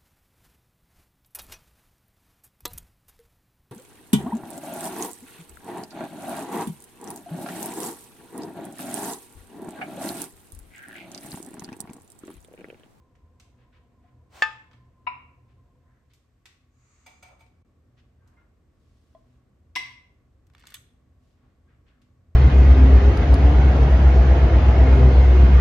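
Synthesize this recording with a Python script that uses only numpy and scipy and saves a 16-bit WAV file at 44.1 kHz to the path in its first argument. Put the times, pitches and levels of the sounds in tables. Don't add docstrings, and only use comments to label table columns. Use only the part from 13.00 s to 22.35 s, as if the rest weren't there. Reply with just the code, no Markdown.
import sys
import numpy as np
from scipy import signal
from scipy.fft import rfft, irfft
from scipy.io import wavfile
from scipy.ndimage import uniform_filter1d

SR = 44100
rng = np.random.default_rng(int(sys.argv[2]) if len(sys.argv) > 2 else 0)


def store_wav(level_fs):
    pcm = np.round(np.clip(np.atleast_2d(level_fs), -1, 1) * 32767)
    wavfile.write(sys.argv[1], SR, pcm.T.astype(np.int16))


N = 412335
TIME = np.arange(N) / SR
AGE = np.arange(SR // 2) / SR


def amp(db):
    return 10 ** (np.asarray(db) / 20)


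def unit(x):
    return x / np.sqrt(np.mean(x ** 2) + 1e-20)


def read(curve, hz):
    points_hz, values = np.transpose(curve)
    return np.interp(np.log(hz + 1), np.log(points_hz + 1), values)


def add(mix, start, sound):
    part = mix[:, round(start * SR):][:, :sound.shape[-1]]
    part += sound[..., :part.shape[-1]]


def rise(attack):
    return np.sin(np.pi / 2 * np.minimum(AGE / attack, 1)) ** 2


def envelope(start, attack, hold, release):
    return np.interp(TIME, start + np.cumsum([0, attack, hold, release]), [0, 1, 1, 0])


def band(centre_hz, octaves):
    hz = np.geomspace(50, 20000, 40)
    return np.transpose([hz, -4 * (np.log2(hz / centre_hz) / octaves) ** 2])


def noise(colour, size, likeness, tilt_db=0.):
    hz = np.fft.rfftfreq(size, 1 / SR)
    left, other = rfft(rng.standard_normal((2, size)))
    right = likeness * left + np.sqrt(1 - likeness ** 2) * other
    eq_db = read(colour, hz) + tilt_db * np.log2(np.maximum(hz, 1000) / 1000)
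    return unit(irfft(np.array([left, right]) * amp(eq_db), size))


def burst(colour, t60, tilt_db=0., likeness=0.39):
    return noise(colour, len(AGE), likeness, tilt_db) * amp(-60 * AGE / t60)


def grainy_swell(middle, length, db, centre_hz, octaves):
    size = round(length * SR)
    grain = amp(1.6 * unit(uniform_filter1d(rng.standard_normal(SR), 200)))
    texture = noise(band(centre_hz, octaves), SR, likeness=.4) * grain
    return max(middle - length / 2, 0), amp(db) * texture[:, :size] * signal.windows.tukey(size, .7)


def ring(modes):
    hz, db, t60, lead = np.transpose(modes)[:, :, None, None]
    sign = (-1) ** np.arange(len(modes))[:, None, None]
    phase = 2 * np.pi * hz * AGE + lead * np.array([[.5], [-.5]])
    return sign * amp(db - 60 * AGE / t60) * np.sin(phase)


def struck(modes, detune, spread_db, tilt_db=0.):
    varied = []
    for hz, db, t60, lead in modes:
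        pitch = hz * (1 + detune * rng.standard_normal())
        level = db + spread_db * rng.standard_normal() + tilt_db * np.log2(hz / 3000)
        varied.append((pitch, level, t60, lead))
    return ring(varied).sum(0)


def wavering(hz, width_hz):
    offset_hz = np.fft.fftfreq(N, 1 / SR)
    drift = np.fft.ifft(np.fft.fft(rng.standard_normal(N)) * np.exp(-(offset_hz / width_hz) ** 2))
    return unit((drift * np.exp(2j * np.pi * hz * TIME)).real)


# frequency in Hz, decay (t60) in seconds.
ROOM_DECAY = [(150, 0.37), (500, 0.48), (1000, 0.54), (2500, 0.52), (4500, 0.46), (7000, 0.44),
              (9000, 0.43), (11500, 0.34), (15000, 0.23)]
# left delay and right delay in seconds, relative level in dB.
ECHOES = [(.0031, 0.004, -11), (.0068, 0.0054, -11.5), (0.0128, .0127, -17)]
def kitchen(sound, room_db, pan_db=0):
    hz, t, spectrum = signal.stft(rng.standard_normal((2, len(AGE))), SR, nperseg=256)
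    decay = amp(-60 * t / read(ROOM_DECAY, hz)[:, None])
    tail = signal.istft(spectrum * decay, SR, nperseg=256)[1][:, :len(AGE)]
    wet = signal.fftconvolve(sound, tail * np.clip((AGE - .002) / 0.011, 0, 1), axes=1)
    wet *= np.sqrt((sound ** 2).sum() / (wet ** 2).sum())
    near = np.zeros((2, len(AGE)))
    near[:, 0] = amp([pan_db / 2, -pan_db / 2])
    for left, right, db in ECHOES:
        near[[0, 1], [round(left * SR), round(right * SR)]] += amp(db + room_db / 2)
    return signal.fftconvolve(sound, near, axes=1) + amp(room_db) * wet


# frequency in Hz, relative level in dB.
AIR_COLOUR = [(25, -20.5), (45, -4), (72, -0.5), (123, -8.5), (160, -14), (256, -14), (340, -19),
              (714, -26), (887, -32), (1100, -31), (1790, -34), (3200, -41.5), (5000, -45), (8600, -46),
              (10200, -60), (12000, -47), (16000, -67)]
# frequency in Hz, left-right likeness from 0 to 1.
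AIR_LIKENESS = [(60, 0.99), (130, 0.89), (290, 0.83), (640, 0.43), (1410, 0.36), (3100, 0.17), (6820, 0.27),
                (15000, 0.1)]
# pitch in Hz, level in dB, width in Hz.
HUM = [(81.7, -66.5, 7), (122.2, -68.5, 5), (248.4, -76.5, 4)]
EARLY_WHINE = [(500, -80, 30), (706, -82, 30), (980, -80.5, 50), (1034, -79, 8), (1056, -80.5, 35)]
LATE_WHINE = [(1113, -85.5, 59)]
# rumble, hiss and hum trims in dB.
EARLY_TRIMS = (0.5, -1.5, 2)
LATE_TRIMS = (-0.79, -2.25, -1)
def appliances():
    air = amp(-60.5) * noise(AIR_COLOUR, N, read(AIR_LIKENESS, np.fft.rfftfreq(N, 1 / SR)))
    rumble = signal.sosfiltfilt(signal.butter(2, 1200, fs=SR, output="sos"), air)
    hiss = air - rumble
    hum = sum(amp(db) * wavering(hz, width) for hz, db, width in HUM)
    lull = amp(-4.5 * envelope(2.61, attack=0.53, hold=0.89, release=0.14))
    blend = np.clip((TIME - 2.7) / 0.65, 0, 1)
    tones = [(1 - blend, EARLY_TRIMS, EARLY_WHINE), (blend, LATE_TRIMS, LATE_WHINE)]
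    out = np.zeros((2, N))
    for share, (rumble_db, hiss_db, hum_db), fan in tones:
        whine = sum(amp(db) * wavering(hz, width) for hz, db, width in fan)
        lows = lull * (amp(rumble_db) * rumble + amp(hum_db) * hum)
        out += share * (lows + amp(hiss_db) * hiss + whine)
    drone = amp(-67.5) * envelope(1.77, attack=0.39, hold=0.71, release=0.56) * wavering(128, width_hz=9)
    brief_dip = amp(-43 * envelope(4.625, attack=0.0015, hold=0.02, release=0.0015))
    return (out + drone) * brief_dip


# start in seconds, relative level in dB, brightness (higher is crisper).
TICKS = [(0.153, -60, -18), (0.3987, -47, -8.5), (1.7123, -53.5, -20), (1.732, -51, -22.5),
         (3.135, -54.5, -2), (3.456, -40.5, -12), (4.464, -65, -12), (5.275, -63, 0), (9.0175, -59, -13.5)]
# frequency in Hz, relative level in dB.
TICK_COLOUR = [(200, -15), (700, -11), (1400, -1), (2800, 2), (6000, -2), (9000, -7), (10200, -22),
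               (12000, -9), (16000, -35)]
def ticks():
    out = np.zeros((2, N))
    for start, db, brightness in TICKS:
        click = burst(TICK_COLOUR, t60=0.068, tilt_db=0.57 * (brightness + 8.5))
        add(out, start, amp(db - 6.5) * kitchen(click, room_db=-2.0))
    return out


# midpoint in seconds, length in seconds, level in dB.
SCUFFS = [(0.613, 0.098, -71.5), (0.755, 0.086, -68.5), (1.067, 0.13, -76), (2.511, 0.075, -77),
          (3.115, 0.047, -74.5), (4.99, 0.057, -68.5), (5.298, 0.26, -75.5), (8.713, .12, -76),
          (8.888, 0.074, -71.5)]
def scuffs():
    out = np.zeros((2, N))
    for middle, length, db in SCUFFS:
        centre_hz = 2593 * (0.042 / length) ** 0.55
        add(out, *grainy_swell(middle, length, db, centre_hz, octaves=0.76))
    return kitchen(out, room_db=-2.5)[:, :N]


# start in seconds, pitch in Hz, level in dB, attack and t60 in seconds.
FAINT_TONES = [(1.04, 715, -56, 0.0048, 0.099), (5.195, 1570, -63, .04, .2),
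               (5.364, 2110, -49.5, 0.024, 0.095), (5.372, 1410, -50.5, 0.025, 0.097),
               (8.66, 1600, -64, .04, .25)]
def faint_tones():
    out = np.zeros((2, N))
    for start, hz, db, attack, t60 in FAINT_TONES:
        tone = ring([(hz, db, t60, .6)])[0] * rise(attack)
        add(out, start, kitchen(tone, room_db=-5.5))
    return out


# frequency in Hz, relative level in dB.
RUSH_COLOUR = [(120, -32.5), (300, -14), (730, -7), (1400, -11), (4000, -18.5), (9000, -24), (10200, -41),
               (12000, -31), (16000, -35.5)]
def rush():
    swell = envelope(1.285, attack=0.079, hold=0.068, release=.04) ** 2
    return amp(-50) * swell * noise(RUSH_COLOUR, N, likeness=0.56)


# pitch in Hz, relative level in dB, t60 in seconds, left lead in radians.
NEAR_LID = [(788, -19, 0.026, .5), (877, -29.5, .32, .8), (1228.2, -31, .29, 0), (1260, -32.5, .22, 0),
            (1576, -29, 0.24, 1.5), (1766, -10.8, .112, -0.84), (1771, -40, .4, -.8),
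            (1832, -23.5, 0.033, .5), (2030, -38, .08, .5), (2159, -34, 0.12, .5), (2379, -34, .11, .5),
            (2590, -24.5, 0.06, 1.4), (2570, -40, .33, .8), (2650, -25, .125, 1.4), (2736, -27.5, .05, .6),
            (2902, -38, .13, .5), (3090, -37, 0.11, .6), (3343, -38, .12, .5), (3540, -29, 0.052, .8),
            (3520, -46, 0.25, .5), (4300, -42, .13, .4), (4500, -34.5, .06, 0.65), (4942, -34, 0.041, 0.31),
            (5030, -49, 0.29, .4), (5660, -46, .11, .4), (6130, -42.5, .05, 0.27), (6820, -41.5, .08, .3)]
DULL_LID = [(732, -37.5, 0.095, 0), (944, -30, 0.12, 2.5), (991, -19, 0.1, 1.33), (1063, -30.5, 0.13, 1.5),
            (1380, -33.5, .1, 2), (2150, -39, 0.12, 2.6), (2240, -26.5, 0.077, 2),
            (2350, -28.5, .055, -3.5), (2710, -33, .08, 2), (2810, -30.5, 0.059, -1.8),
            (3693, -51, 0.073, 1.5), (3785, -45.5, 0.05, 1), (3908, -51.5, .07, 2.5),
            (4060, -54.5, .1, 0.5), (5033, -63.5, .1, 1), (5100, -56.5, .08, 1.5), (5310, -61.5, .08, 2)]
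BRIGHT_LID = [(756, -38.5, 0.048, 0.0077), (1001, -28, 0.062, 0.75), (1140, -39, 0.077, 0.36),
              (1710, -26.5, 0.02, 0.84), (2000, -30.5, 0.11, 1.5), (2048.5, -30.5, 0.15, 0.54),
              (2066, -35, 0.2, .5), (2130, -32, 0.11, 1.1), (2210, -40, .1, .8), (2850, -52, .12, 1),
              (3203, -51, .1, 1), (3887, -45, .13, 1), (3978, -44, 0.12, 1), (4570, -57, .3, .6),
              (5380, -30, 0.023, -.8), (5613, -46.5, 0.1, 0.25), (8280, -54, 0.16, 0.17),
              (11200, -53, 0.072, 0.98)]
# frequency in Hz, relative level in dB.
NEAR_CRACK = [(100, -36.5), (300, -21.5), (500, -11.5), (1000, -2.5), (2500, -2.5), (5000, -17.5),
              (6000, -23.5), (8500, -24), (10000, -60), (16000, -68)]
DULL_CRACK = [(100, -32.5), (240, -6), (500, -23), (1000, 10.5), (1700, -9), (2650, 11), (3150, -23),
              (3850, -12.5), (4600, -30), (5200, -27.5), (7000, -52), (16000, -64)]
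BRIGHT_CRACK = [(100, -29.5), (220, 1), (330, -2.5), (500, -12), (1000, -20.5), (2200, 12), (2900, 5),
                (4000, 4.5), (4650, -2), (5500, 4), (6500, -11), (8500, -8.5), (10200, -44.5), (11500, -9),
                (13000, -60)]
# start and snap delay in seconds, first crack against the snap in dB,
# ping gain in dB, ping attack in seconds, ping reverb in dB, snap level in dB, crack t60 in seconds,
# crack reverb in dB, pan to the left in dB.
POPS = [(1.4206, 0.00073, -9.5, 2, 0.0015, -19.5, -19, 0.039, -8, 2.5),
        (2.067, 0.0032, -4.5, -1, 0.0045, -8, -29.5, 0.06, -3.5, 3.5),
        (6.7533, .005, -8, 6, 0.0083, -5, -24.5, 0.052, -0.5, 4.5)]
def lid_pops():
    out = np.zeros((2, N))
    lids = [(NEAR_LID, NEAR_CRACK), (DULL_LID, DULL_CRACK), (BRIGHT_LID, BRIGHT_CRACK)]
    for pop, (modes, colour) in zip(POPS, lids):
        start, delay, first_db, ping_db, attack, ping_room_db, snap_db, t60, crack_room_db, pan_db = pop
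        for when, db in [(start, snap_db + first_db), (start + delay, snap_db)]:
            crack = amp(db) * burst(colour, t60, likeness=0.53) * rise(.001)
            add(out, when, kitchen(crack, crack_room_db, pan_db))
        for mode in ring(modes):
            ping = amp(ping_db) * mode * rise(attack)
            add(out, start + delay, kitchen(ping, ping_room_db, pan_db))
    return out


# midpoint and length in seconds, level in dB, centre in Hz, width in octaves.
PUFFS = [(2.93, .24, -79, 1600, .3), (6.321, .22, -81.5, 1497, 1.3), (8.45, .3, -83, 1600, .9),
         (8.72, .14, -81, 1650, .35), (8.93, .22, -80, 1550, .25)]
def puffs():
    out = np.zeros((2, N))
    for puff in PUFFS:
        add(out, *grainy_swell(*puff))
    return kitchen(out, room_db=-2.5)[:, :N]


# frequency in Hz, relative level in dB.
SLIDE_COLOUR = [(500, -12), (1200, 8), (1600, -0.5), (2200, 4.5), (3300, -8), (4300, -3.5), (5400, -7),
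                (6700, 7.5), (8500, -7.5), (10000, -33)]
POT_COLOUR = [(240, -27), (400, -15.5), (730, -6), (1710, -19.5), (2290, -5.5), (2970, -19), (3470, -16.5),
              (8500, -31), (16000, -52)]
WIRE_COLOUR = [(200, -35), (600, -12), (1200, 1), (2200, 6), (4500, 3.5), (8900, 6.5), (10200, -9),
               (11700, 9), (13500, -7), (16000, -4)]
# pitch in Hz, relative level in dB, t60 in seconds, left lead in radians.
POT_MODES = [(734, -8, 0.33, .6), (899, -7, 0.16, -0.52), (1300, -10, 0.12, 0.55), (1404, -2, 0.067, 0.61),
             (2277, -1.5, 0.14, .6), (2338, 0, 0.16, -0.85), (2820, -10.5, 0.061, .6),
             (3475, -5, 0.07, 0.66), (4870, -4, 0.06, -0.54), (6380, -3, 0.077, 0.46),
             (8350, -10, .045, -0.65), (8470, -3, 0.057, .6)]
# time in seconds, relative level in dB, ring gain in dB.
KNOCKS = [(4.064, -41.5, -6.5), (4.228, -42, -8), (4.285, -57, -5), (4.394, -55.5, -16), (4.407, -52, -8)]
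def tongs_in_pot():
    slide = envelope(3.693, attack=0.22, hold=0.16, release=0.36)
    out = amp(-68) * slide * noise(SLIDE_COLOUR, N, likeness=0.15)
    for when, db, ring_db in KNOCKS:
        knock = amp(-8.5) * burst(POT_COLOUR, t60=0.2) + amp(-11) * burst(WIRE_COLOUR, t60=0.077)
        knock += amp(ring_db) * struck(POT_MODES, detune=.004, spread_db=2.5)
        add(out, when - .005, amp(db) * kitchen(knock * rise(0.01), room_db=-2.5))
    return out


# midpoint and length in seconds, level in dB, centre in Hz, width in octaves.
SLOSHES = [(4.314, 0.11, -62, 716, 0.59), (5.396, 0.083, -70, 1000, 0.78), (8.448, .05, -70, 600, 0.94)]
def sloshes():
    out = np.zeros((2, N))
    for slosh in SLOSHES:
        add(out, *grainy_swell(*slosh))
    return kitchen(out, room_db=-2.5)[:, :N]


# midpoint in seconds, length in seconds, level in dB.
SWISHES = [(5.997, 0.71, -82), (8.277, 0.22, -83)]
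def swishes():
    out = np.zeros((2, N))
    for swish in SWISHES:
        add(out, *grainy_swell(*swish, centre_hz=3300, octaves=0.95))
    return kitchen(out, room_db=-2.5)[:, :N]


# pitch in Hz, level in dB, t60 in seconds, left lead in radians.
JAR_MODES = [(620, -51, 0.033, 0.57), (652, -42.5, 0.11, .5), (1036, -54.5, 0.099, -.5),
             (1950, -64, 0.025, .5), (3350, -66, 0.036, .5), (4200, -70, 0.025, -.5)]
def jar_bump():
    out = np.zeros((2, N))
    knock = ring(JAR_MODES).sum(0) * rise(0.0016)
    add(out, start=6.149, sound=kitchen(knock, room_db=-8.0))
    return out


# pitch in Hz, relative level in dB, t60 in seconds, left lead in radians.
WIRE_MODES = [(1163, -19, 0.12, 0.69), (1440, -19, 0.15, -0.42), (1850, -17, 0.12, .9),
              (2977, -10, 0.079, 0.91), (3320, 0, 0.035, -1.1), (3569, -0.5, 0.046, 0.24),
              (4080, 0.5, 0.028, -0.62), (6400, -14, 0.2, 0.73), (7800, -10, 0.16, -.9),
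              (8543, -12, 0.13, 1.1), (9230, -8, 0.05, -1.5), (11370, -6, 0.054, 1.1)]
# start in seconds, relative level in dB, brightness, t60 in seconds,
# ring gain in dB.
CLACKS = [(7.4683, -53, -2, .03, -28), (7.4995, -49, -28, .02, -26), (7.536, -47, -26, 0.021, -26),
          (7.5495, -34, -31, 0.013, -26), (7.581, -43, -19, .02, -26), (7.595, -46, -8, 0.023, -28),
          (7.602, -40, -3, .01, -28), (7.6388, -37, -41, 0.028, -23), (7.654, -42, -26, .02, -23),
          (7.6697, -30.5, -7, .03, -23), (7.688, -43, -6, .02, -22), (7.703, -38, -3, 0.039, -24),
          (7.721, -37.5, -24, 0.034, -18), (7.7417, -24, 2, .03, -19), (7.7446, -26, -17, 0.022, -20),
          (7.7483, -30, -7, 0.016, -23), (7.753, -31, -10, 0.027, -19), (7.767, -39, -22, .03, -18)]
def tongs_rattle():
    out = np.zeros((2, N))
    for start, db, brightness, t60, ring_db in CLACKS:
        tilt_db = 0.28 * (brightness + 0.5)
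        clack = amp(-13.0) * burst(WIRE_COLOUR, t60, tilt_db, likeness=0.37)
        clack += amp(ring_db) * struck(WIRE_MODES, detune=.012, spread_db=2.4, tilt_db=tilt_db)
        add(out, start, amp(db) * kitchen(clack * rise(0.0004), room_db=-11.0))
    return out


def tongs_scrape(slips_per_s=550, spread_db=3):
    slips = rng.random(N) < slips_per_s / SR
    strength = amp(spread_db * np.clip(rng.standard_normal(N), -2, 2)) * rng.choice([-1, 1], N)
    click = burst(band(centre_hz=2210, octaves=0.9), t60=0.018)
    scrape = unit(signal.oaconvolve((slips * strength)[None], click, axes=1)[:, :N])
    return amp(-59) * envelope(7.52, attack=0.17, hold=0.055, release=0.03) * scrape


def scene():
    jars = ticks() + lid_pops() + jar_bump()
    handling = scuffs() + sloshes() + swishes()
    tongs = tongs_in_pot() + tongs_rattle() + tongs_scrape()
    return appliances() + jars + handling + tongs + faint_tones() + rush() + puffs()


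def record(dry):
    low_cut = signal.butter(8, 37, "highpass", fs=SR, output="sos")
    high_cut = signal.firwin(511, 16250, window=("kaiser", 9), fs=SR)
    return signal.oaconvolve(signal.sosfilt(low_cut, dry), high_cut[None], "same")


dry = scene()
out = record(dry)
store_wav(out)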